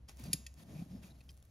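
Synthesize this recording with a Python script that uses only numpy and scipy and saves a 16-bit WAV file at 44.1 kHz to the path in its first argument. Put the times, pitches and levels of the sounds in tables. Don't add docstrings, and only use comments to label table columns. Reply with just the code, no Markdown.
import sys
import numpy as np
from scipy import signal
from scipy.fft import rfft, irfft, next_fast_len
from scipy.io import wavfile
from scipy.ndimage import uniform_filter1d, map_coordinates

SR = 44100
rng = np.random.default_rng(int(sys.argv[2]) if len(sys.argv) > 2 else 0)


def nominal_scale(level):
    x = np.asarray(level, float) / 20
    return 10 ** x


def unload_audio(sound):
    columns = np.transpose(np.atleast_2d(sound))
    steps = np.round(np.clip(columns, -1, 1) * 32767)
    wavfile.write(sys.argv[1], SR, steps.astype(np.int16))


N = 66150

HORSESHOE_HZ = [1889, 2385, 2625, 3288, 3730, 4490, 4995, 6640, 6862, 8715, 9650, 11030, 11570, 13400]


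def unit(x):
    return x / np.sqrt(np.mean(x ** 2) + 1e-20)


def along(points, hz):
    f, v = np.transpose(points)
    return np.interp(np.log(hz + 1), np.log(f + 1), v)


def wobble(rate):
    knots = rng.standard_normal(int(N * rate / SR) + 4)
    return map_coordinates(knots, [np.arange(N) * rate / SR])


def filtered(x, response):
    m = next_fast_len(N + SR // 4)
    return irfft(rfft(x, m) * response(np.fft.rfftfreq(m, 1 / SR)), m)[..., :N]


def rush(spectrum, source):
    # (frequency [Hz], correlation)
    likeness = [(60, .998), (250, 0.94), (500, 0.64), (900, 0.47), (2200, 0.31), (3700, 0.46), (5500, 0.8),
                (8000, 0.9), (15000, 0.68)]

    def mid_and_side(hz):
        turn = np.arccos(np.clip(along(likeness, hz), -1, 1)) / 2
        return nominal_scale(along(spectrum, hz)) * [np.cos(turn), np.sin(turn)]

    mid, side = filtered(source, mid_and_side)
    return unit(np.array([mid + side, mid - side]))


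def add(track, s, sound):
    part = track[round(s * SR):][:len(sound)]
    part += sound[:len(part)]


def strikes(events, pitches, modes):
    sag_db_per_s, damped_t60_s = 500, 0.021
    free_db, wander_rad = -20.5, .15
    hash_db, hash_t60_s = -20, .22
    contact_rise_s, chatter_db = .0006, 1.23
    crack_band = signal.butter(2, [3480, 11500], "band", fs=SR, output="sos")
    out, t = np.zeros(N), np.arange(SR // 4) / SR
    hz = np.c_[pitches]
    t60, *levels = np.transpose(modes)[:, :, None]
    for (s, db, contact, crack_db), level in zip(events, levels):
        rattle = uniform_filter1d(rng.standard_normal((len(hz), len(t))), size=160, axis=1)
        chatter = nominal_scale(chatter_db * unit(rattle))
        held = np.clip(t - contact, 0, None)
        grip = nominal_scale(2.5 - sag_db_per_s * np.minimum(t, contact) - 60 * held / damped_t60_s)
        turn = 2 * np.pi * (hz * t + rng.random(hz.shape))
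        drift = wander_rad * np.cumsum(rng.standard_normal(chatter.shape), axis=1)
        free = nominal_scale(free_db - 60 * t / t60) * np.sin(turn + drift)
        ring = (nominal_scale(level) * chatter * (grip * np.sin(turn) + free)).sum(0)
        crack = signal.sosfilt(crack_band, rng.standard_normal(len(t)))
        crack *= nominal_scale(crack_db) * (grip + nominal_scale(hash_db - 60 * t / hash_t60_s))
        add(out, s, nominal_scale(db - 11.5) * (ring + crack) * (1 - np.exp(-t / contact_rise_s)))
    return out


def rake():
    # (time [s], length [s], level [dB], rise [s], fall t60 [s])
    strokes = [(0.078, 0.022, -61.5, 0.0098, 0.23), (0.173, 0.18, -63.5, 0.018, 0.074),
               (0.234, 0.038, -67.5, 0.0014, 0.022), (0.31, 0.16, -74, .005, 0.21),
               (0.551, 0.084, -65, 0.055, 0.029), (0.631, 0.19, -65.5, 0.1, 0.24),
               (0.872, 0.077, -71.5, 0.041, 0.51), (1.014, 0.061, -65, 0.021, 0.19),
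               (1.096, .018, -81, 0.0059, 0.041), (1.145, 0.044, -80, 0.0055, 0.15),
               (0.084, 1.41, -81.5, 0.011, 0.66)]
    # (time [s], level [dB])
    shove = [(0.0, -79), (0.066, -85.5), (0.1, -71), (0.136, -78), (0.266, -60.5), (0.324, -70.5),
             (0.334, -62.5), (0.366, -73), (0.526, -82.5), (0.63, -66.5), (0.676, -72), (0.688, -66),
             (0.806, -61.5), (0.87, -73), (.93, -66.5), (1.076, -70.5), (1.144, -77), (1.5, -86)]
    # (frequency [Hz], level [dB per Hz])
    grit_spectrum = [(500, -11), (900, 3), (2500, -1), (5000, -1.5), (7000, -1.5), (11500, -3.5),
                     (15000, -8.5), (15800, -8.5)]
    # (frequency [Hz], level [dB per Hz])
    bed_spectrum = [(47, -47), (80, -5), (183, -5), (281, -13), (395, -21), (463, -22.5), (658, -19.5),
                    (979, -35), (1200, -39), (1560, -64), (2640, -120)]
    sings_db, rumble_db = -5.5, 12.5
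    mode_width_hz = 160
    t = np.arange(N) / SR
    s, length, db, rise, fall = np.transpose(strokes)[:, :, None]
    release = nominal_scale(db - 60 * np.clip(t - s - length, 0, None) / fall)
    press = (release * np.clip((t - s) / rise, 0, 1)).sum(0)
    grains = rng.standard_normal((2, N)) * nominal_scale(1.5 * wobble(1500) + 0.84 * wobble(90.4))

    def singing_iron(f):
        damping = 1j * f * mode_width_hz
        return 1 + nominal_scale(sings_db) * sum(damping / (c * c - f * f + damping) for c in HORSESHOE_HZ)

    scrape = unit(filtered(rush(grit_spectrum, grains), singing_iron)) * press
    bed = rush(bed_spectrum, rng.standard_normal((2, N)) * nominal_scale(1.87 * wobble(49.54)))
    return scrape + bed * nominal_scale(np.interp(t, *np.transpose(shove)) + rumble_db)


def thuds():
    # (time [s], peak [dB], pitch [Hz], t60 [s])
    pushes = [(0.2, -44, 218, 0.048), (0.28, -41.5, 169, 0.13), (0.3, -35, 182, 0.039),
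              (0.34, -32, 158, 0.05), (0.34, -41.5, 273, 0.049), (0.33, -55, 535, 0.041),
              (.094, -64, 800, 0.065), (0.23, -48, 132, 0.16), (0.75, -45, 151, 0.17),
              (0.79, -41.5, 164, 0.12), (0.82, -33.5, 184, 0.041), (0.911, -44.5, 154, 0.093),
              (0.929, -43, 188, 0.12), (0.95, -37, 220, 0.036), (1.04, -49, 190, 0.1),
              (0.86, -53, 270, 0.074), (.62, -58, 290, 0.059), (.94, -59, 420, 0.053),
              (0.39, -53.5, 216, 0.069)]
    rise_s = 0.0027
    out, t = np.zeros(N), np.arange(SR // 4) / SR
    for s, db, hz, t60 in pushes:
        swell = nominal_scale(db + 5.5 - 60 * t / t60) * (1 - np.exp(-t / rise_s))
        add(out, s, swell * np.sin(2 * np.pi * hz * t))
    return out


def ticks():
    # (time [s], peak [dB], t60 [s], brightness [dB per octave])
    snaps = [(0.0862, -56, 0.025, -6), (0.0938, -50, 0.015, -5.5), (.104, -61, 0.014, -4),
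             (.164, -68, .01, 5), (0.171, -56, 0.014, -0.5), (0.1968, -57, 0.012, 9),
             (0.239, -49, 0.018, -3), (0.541, -54, 0.0041, 1.5), (1.196, -73, .01, 5),
             (1.206, -67, 0.0094, 0.5), (1.237, -70, 0.01, -5), (1.252, -75, 0.008, 2),
             (1.266, -75, .01, -2), (1.2129, -62, 0.011, -7), (1.276, -78, .015, 4),
             (1.284, -67, 0.014, -7), (1.29, -67, .006, 4), (1.3013, -61, 0.018, -4),
             (1.3065, -58.5, 0.014, -3), (1.3104, -70, 0.015, 2), (1.3164, -61.5, 0.0074, 0),
             (1.369, -65, 0.0072, 0), (1.3752, -60.5, 0.013, -3.5), (1.384, -72, 0.019, -3),
             (1.4013, -67, 0.012, -0.5), (1.4262, -58.5, 0.01, -4.5), (1.44, -75, 0.013, -3),
             (1.45, -70, 0.012, -1)]
    # (frequency [Hz], level [dB])
    snap_colour = [(1000, -7), (3000, -5), (6000, 2.5), (10000, 8), (14000, -4), (15700, 10)]
    apart_db = -9.5
    lead_in = 64
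    out, t = np.zeros((2, N)), np.arange(SR // 10) / SR
    hz = np.fft.rfftfreq(len(t) * 2, 1 / SR)
    delay = np.exp(-2j * np.pi * hz * lead_in / SR)
    for s, db, t60, tilt_db in snaps:
        shared, apart = nominal_scale(db - 60 * t / t60) * rng.standard_normal((2, len(t)))
        tilt = tilt_db * np.log2(hz / 7000 + .05)
        colour = nominal_scale(along(snap_colour, hz) + tilt) * delay
        for port, sign in zip(out, (1, -1)):
            puff = shared + sign * nominal_scale(apart_db) * apart
            add(port, s - lead_in / SR, irfft(rfft(puff, len(t) * 2) * colour))
    return out


def grazes():
    # (time [s], length [s], level [dB], resonance [Hz])
    slips = [
        (0.191, 0.017, -69, 2400),
        (0.235, 0.039, -69.5, 2600),
        (0.246, 0.037, -66.5, 4600),
        (.745, 0.085, -70.5, 2420),
        (0.898, 0.095, -77, 5100),
        (1.035, 0.013, -69.5, 2500),
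        (1.073, 0.018, -72.5, 2597),
        (1.1, 0.024, -72, 3950),
        (1.153, 0.02, -81.5, 4200),
        (1.298, 0.015, -72, 4970),
    ]
    width_hz = 370
    out, n = np.zeros(N), SR // 8
    for s, length, db, hz in slips:
        roughness = unit(uniform_filter1d(rng.standard_normal(n), size=120))
        grit = rng.standard_normal(n) * nominal_scale(3.3 * roughness)
        band = signal.butter(2, [hz - width_hz / 2, hz + width_hz / 2], "band", fs=SR, output="sos")
        u = np.clip(np.arange(n) / SR / length, 0, 1)
        arch = np.sqrt(abs(np.sin(np.pi * u))) * (u < 1)
        add(out, s, nominal_scale(db + 2) * unit(signal.sosfilt(band, grit)) * arch)
    return out


def embers():
    # (frequency [Hz], level [dB per Hz])
    fizz_spectrum = [(1500, -15.5), (4000, 0), (8000, 3.5), (12000, 3.5), (15700, 0.5)]
    # (time [s], level [dB])
    fizz_level = [(0.069, -110), (.09, -79), (1.1, -97), (1.25, -75.5), (1.5, -80.5)]
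    apart_db = -10
    shared, apart = rng.standard_normal((2, N)) * nominal_scale(5 * wobble(500) + 3.3 * wobble(55))
    fizz = shared + nominal_scale(apart_db) * np.outer([1, -1], apart)
    fizz = unit(filtered(fizz, lambda hz: nominal_scale(along(fizz_spectrum, hz))))
    return fizz * nominal_scale(np.interp(np.arange(N) / SR, *np.transpose(fizz_level)))


def blower():
    # (time [s], level [dB])
    hum_level = [(0.0, -78), (0.033, -51.5), (0.108, -67.5), (0.142, -54), (0.496, -55), (0.638, -68),
                 (0.672, -60), (0.876, -64), (1.006, -56), (1.036, -64), (1.156, -62), (1.21, -67),
                 (1.256, -59.5), (1.5, -65)]
    # (frequency [Hz], level [dB per Hz])
    air_spectrum = [(30, -12), (65, 1), (110, -3.5), (300, -27.5), (1200, -33), (5000, -42.5), (11500, -45),
                    (15500, -65)]
    hum_hz, air_db = 64.5, -63
    phase = 2 * np.pi * np.cumsum(hum_hz * (1 + 0.032 * wobble(11.6))) / SR
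    level = np.interp(np.arange(N) / SR, *np.transpose(hum_level)) + 0.41 * wobble(19)
    hum = nominal_scale(level) * np.sqrt(2) * np.sin(phase)
    return hum + nominal_scale(air_db) * rush(air_spectrum, rng.standard_normal((2, N)))


def walls(x):
    room_t60_s = .16
    t = np.arange(SR // 4) / SR
    tail = rng.standard_normal((2, len(t))) * nominal_scale(-60 * t / room_t60_s)
    tail /= np.linalg.norm(tail[0])
    return signal.fftconvolve(np.pad(x, (150, 0))[None], tail, axes=1)[:, :N]


def scene():
    # (time [s], peak [dB], contact [s], crack [dB])
    clinks = [
        (.3307, -19.5, 0.005, -0.5),
        (.4646, -40.5, 0.0044, 2.5),
    ]
    taps = [
        (.0865, -50.5, 0.013, -5),
        (1.2057, -55.5, 0.0098, -16),
        (1.2903, -48, 0.0056, -8.5),
    ]
    # (t60 [s], level at the blow [dB], level at the rebound [dB])
    horseshoe = [(0.14, -20, -3), (0.098, -13, -9.5), (0.43, -17, -0.5), (.16, -13, -2), (0.33, -9, -20),
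                 (0.2, -6.5, -4.5), (0.35, -3.5, -3), (0.6, -10.5, -9), (0.37, -5, 1), (.16, -4.5, -8),
                 (0.095, -1, -0.5), (0.3, -1.5, -22), (0.17, -7.5, -25), (0.096, -11, -22),
                 (0.17, -20, -14), (0.55, -21, -12), (0.35, -14, -29), (0.54, -8.5, -19), (0.083, -6, -16),
               (.15, -7, -16), (0.43, -15, -30), (0.091, -30, -32), (.06, -8, -18), (.03, -18, -38)]
    further_hz = [4760, 5710, 2735, 7188, 9890, 10300, 11250, 12200, 13880, 15400]
    # (t60 [s], level at each of the three taps [dB])
    tong_jaws = [(.08, -5, -9, -14), (0.095, -7, -5, -7), (0.058, -16, 0, -9), (.06, -3, -14, 2),
                 (0.046, -12, -9, -13), (.08, -25, -5, -10.5), (.06, -23, -11, -28), (0.15, -1, -8, -3),
                 (0.034, 4.5, -18, -16), (.05, -21, -14, -5), (.04, -7, -26, -29), (.04, -4, -27, -20),
                 (.04, -12, -10, -17), (.04, -7, -12, -24)]
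    tong_jaws_hz = [1960, 2450, 2650, 3160, 3700, 4180, 4440, 4910, 5510, 5650, 6260, 6700, 8900, 10300]
    room_db = -21
    iron = strikes(clinks, [*HORSESHOE_HZ, *further_hz], horseshoe)
    iron = iron + strikes(taps, tong_jaws_hz, tong_jaws)
    coal = ticks()
    room = nominal_scale(room_db) * walls(iron + coal[0])
    return iron + coal + room + rake() + thuds() + grazes() + embers() + blower()


def drop_weaker(x):
    weaker_db, sudden_db, bass_hz = -8, 2, 3000
    hz, _, z = signal.stft([x[0] + x[1], x[0] - x[1]], SR, nperseg=1024)
    power = uniform_filter1d(abs(z) ** 2, size=14, axis=1)
    power = uniform_filter1d(power, size=5, axis=2)
    treble = (abs(z[:, hz > bass_hz]) ** 2).sum((0, 1))
    sudden = treble > uniform_filter1d(treble, size=5) * nominal_scale(sudden_db)
    strong = power > power[::-1] * nominal_scale(2 * weaker_db)
    keep = strong | (hz < bass_hz)[:, None] | sudden
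    mid, side = signal.istft(z * keep, SR, nperseg=1024)[1][:, :N] / 2
    return np.array([mid + side, mid - side])


def roll_off(x):
    return signal.sosfilt(signal.butter(12, 15780, fs=SR, output="sos"), x)


def record(dry):
    # (frequency [Hz], phase [radians])
    left_lead = [(690, .4), (2700, .7), (3700, 0), (5000, .9), (5900, .3), (8100, -3.14), (11750, -6.28),
                 (14700, -9.42), (15100, -9.42), (15500, -10.05)]
    left_db, top_hz = .6, 15790
    sides = np.array([[1], [-1]])

    def ports(hz):
        lead = along(left_lead, hz) * np.clip(hz / left_lead[0][0], 0, 1)
        return np.exp(.5j * lead * sides) * nominal_scale(left_db / 2 * sides) * (hz < top_hz)

    mix = drop_weaker(filtered(dry, ports))
    return roll_off(mix)


dry = scene()
out = record(dry)
unload_audio(out)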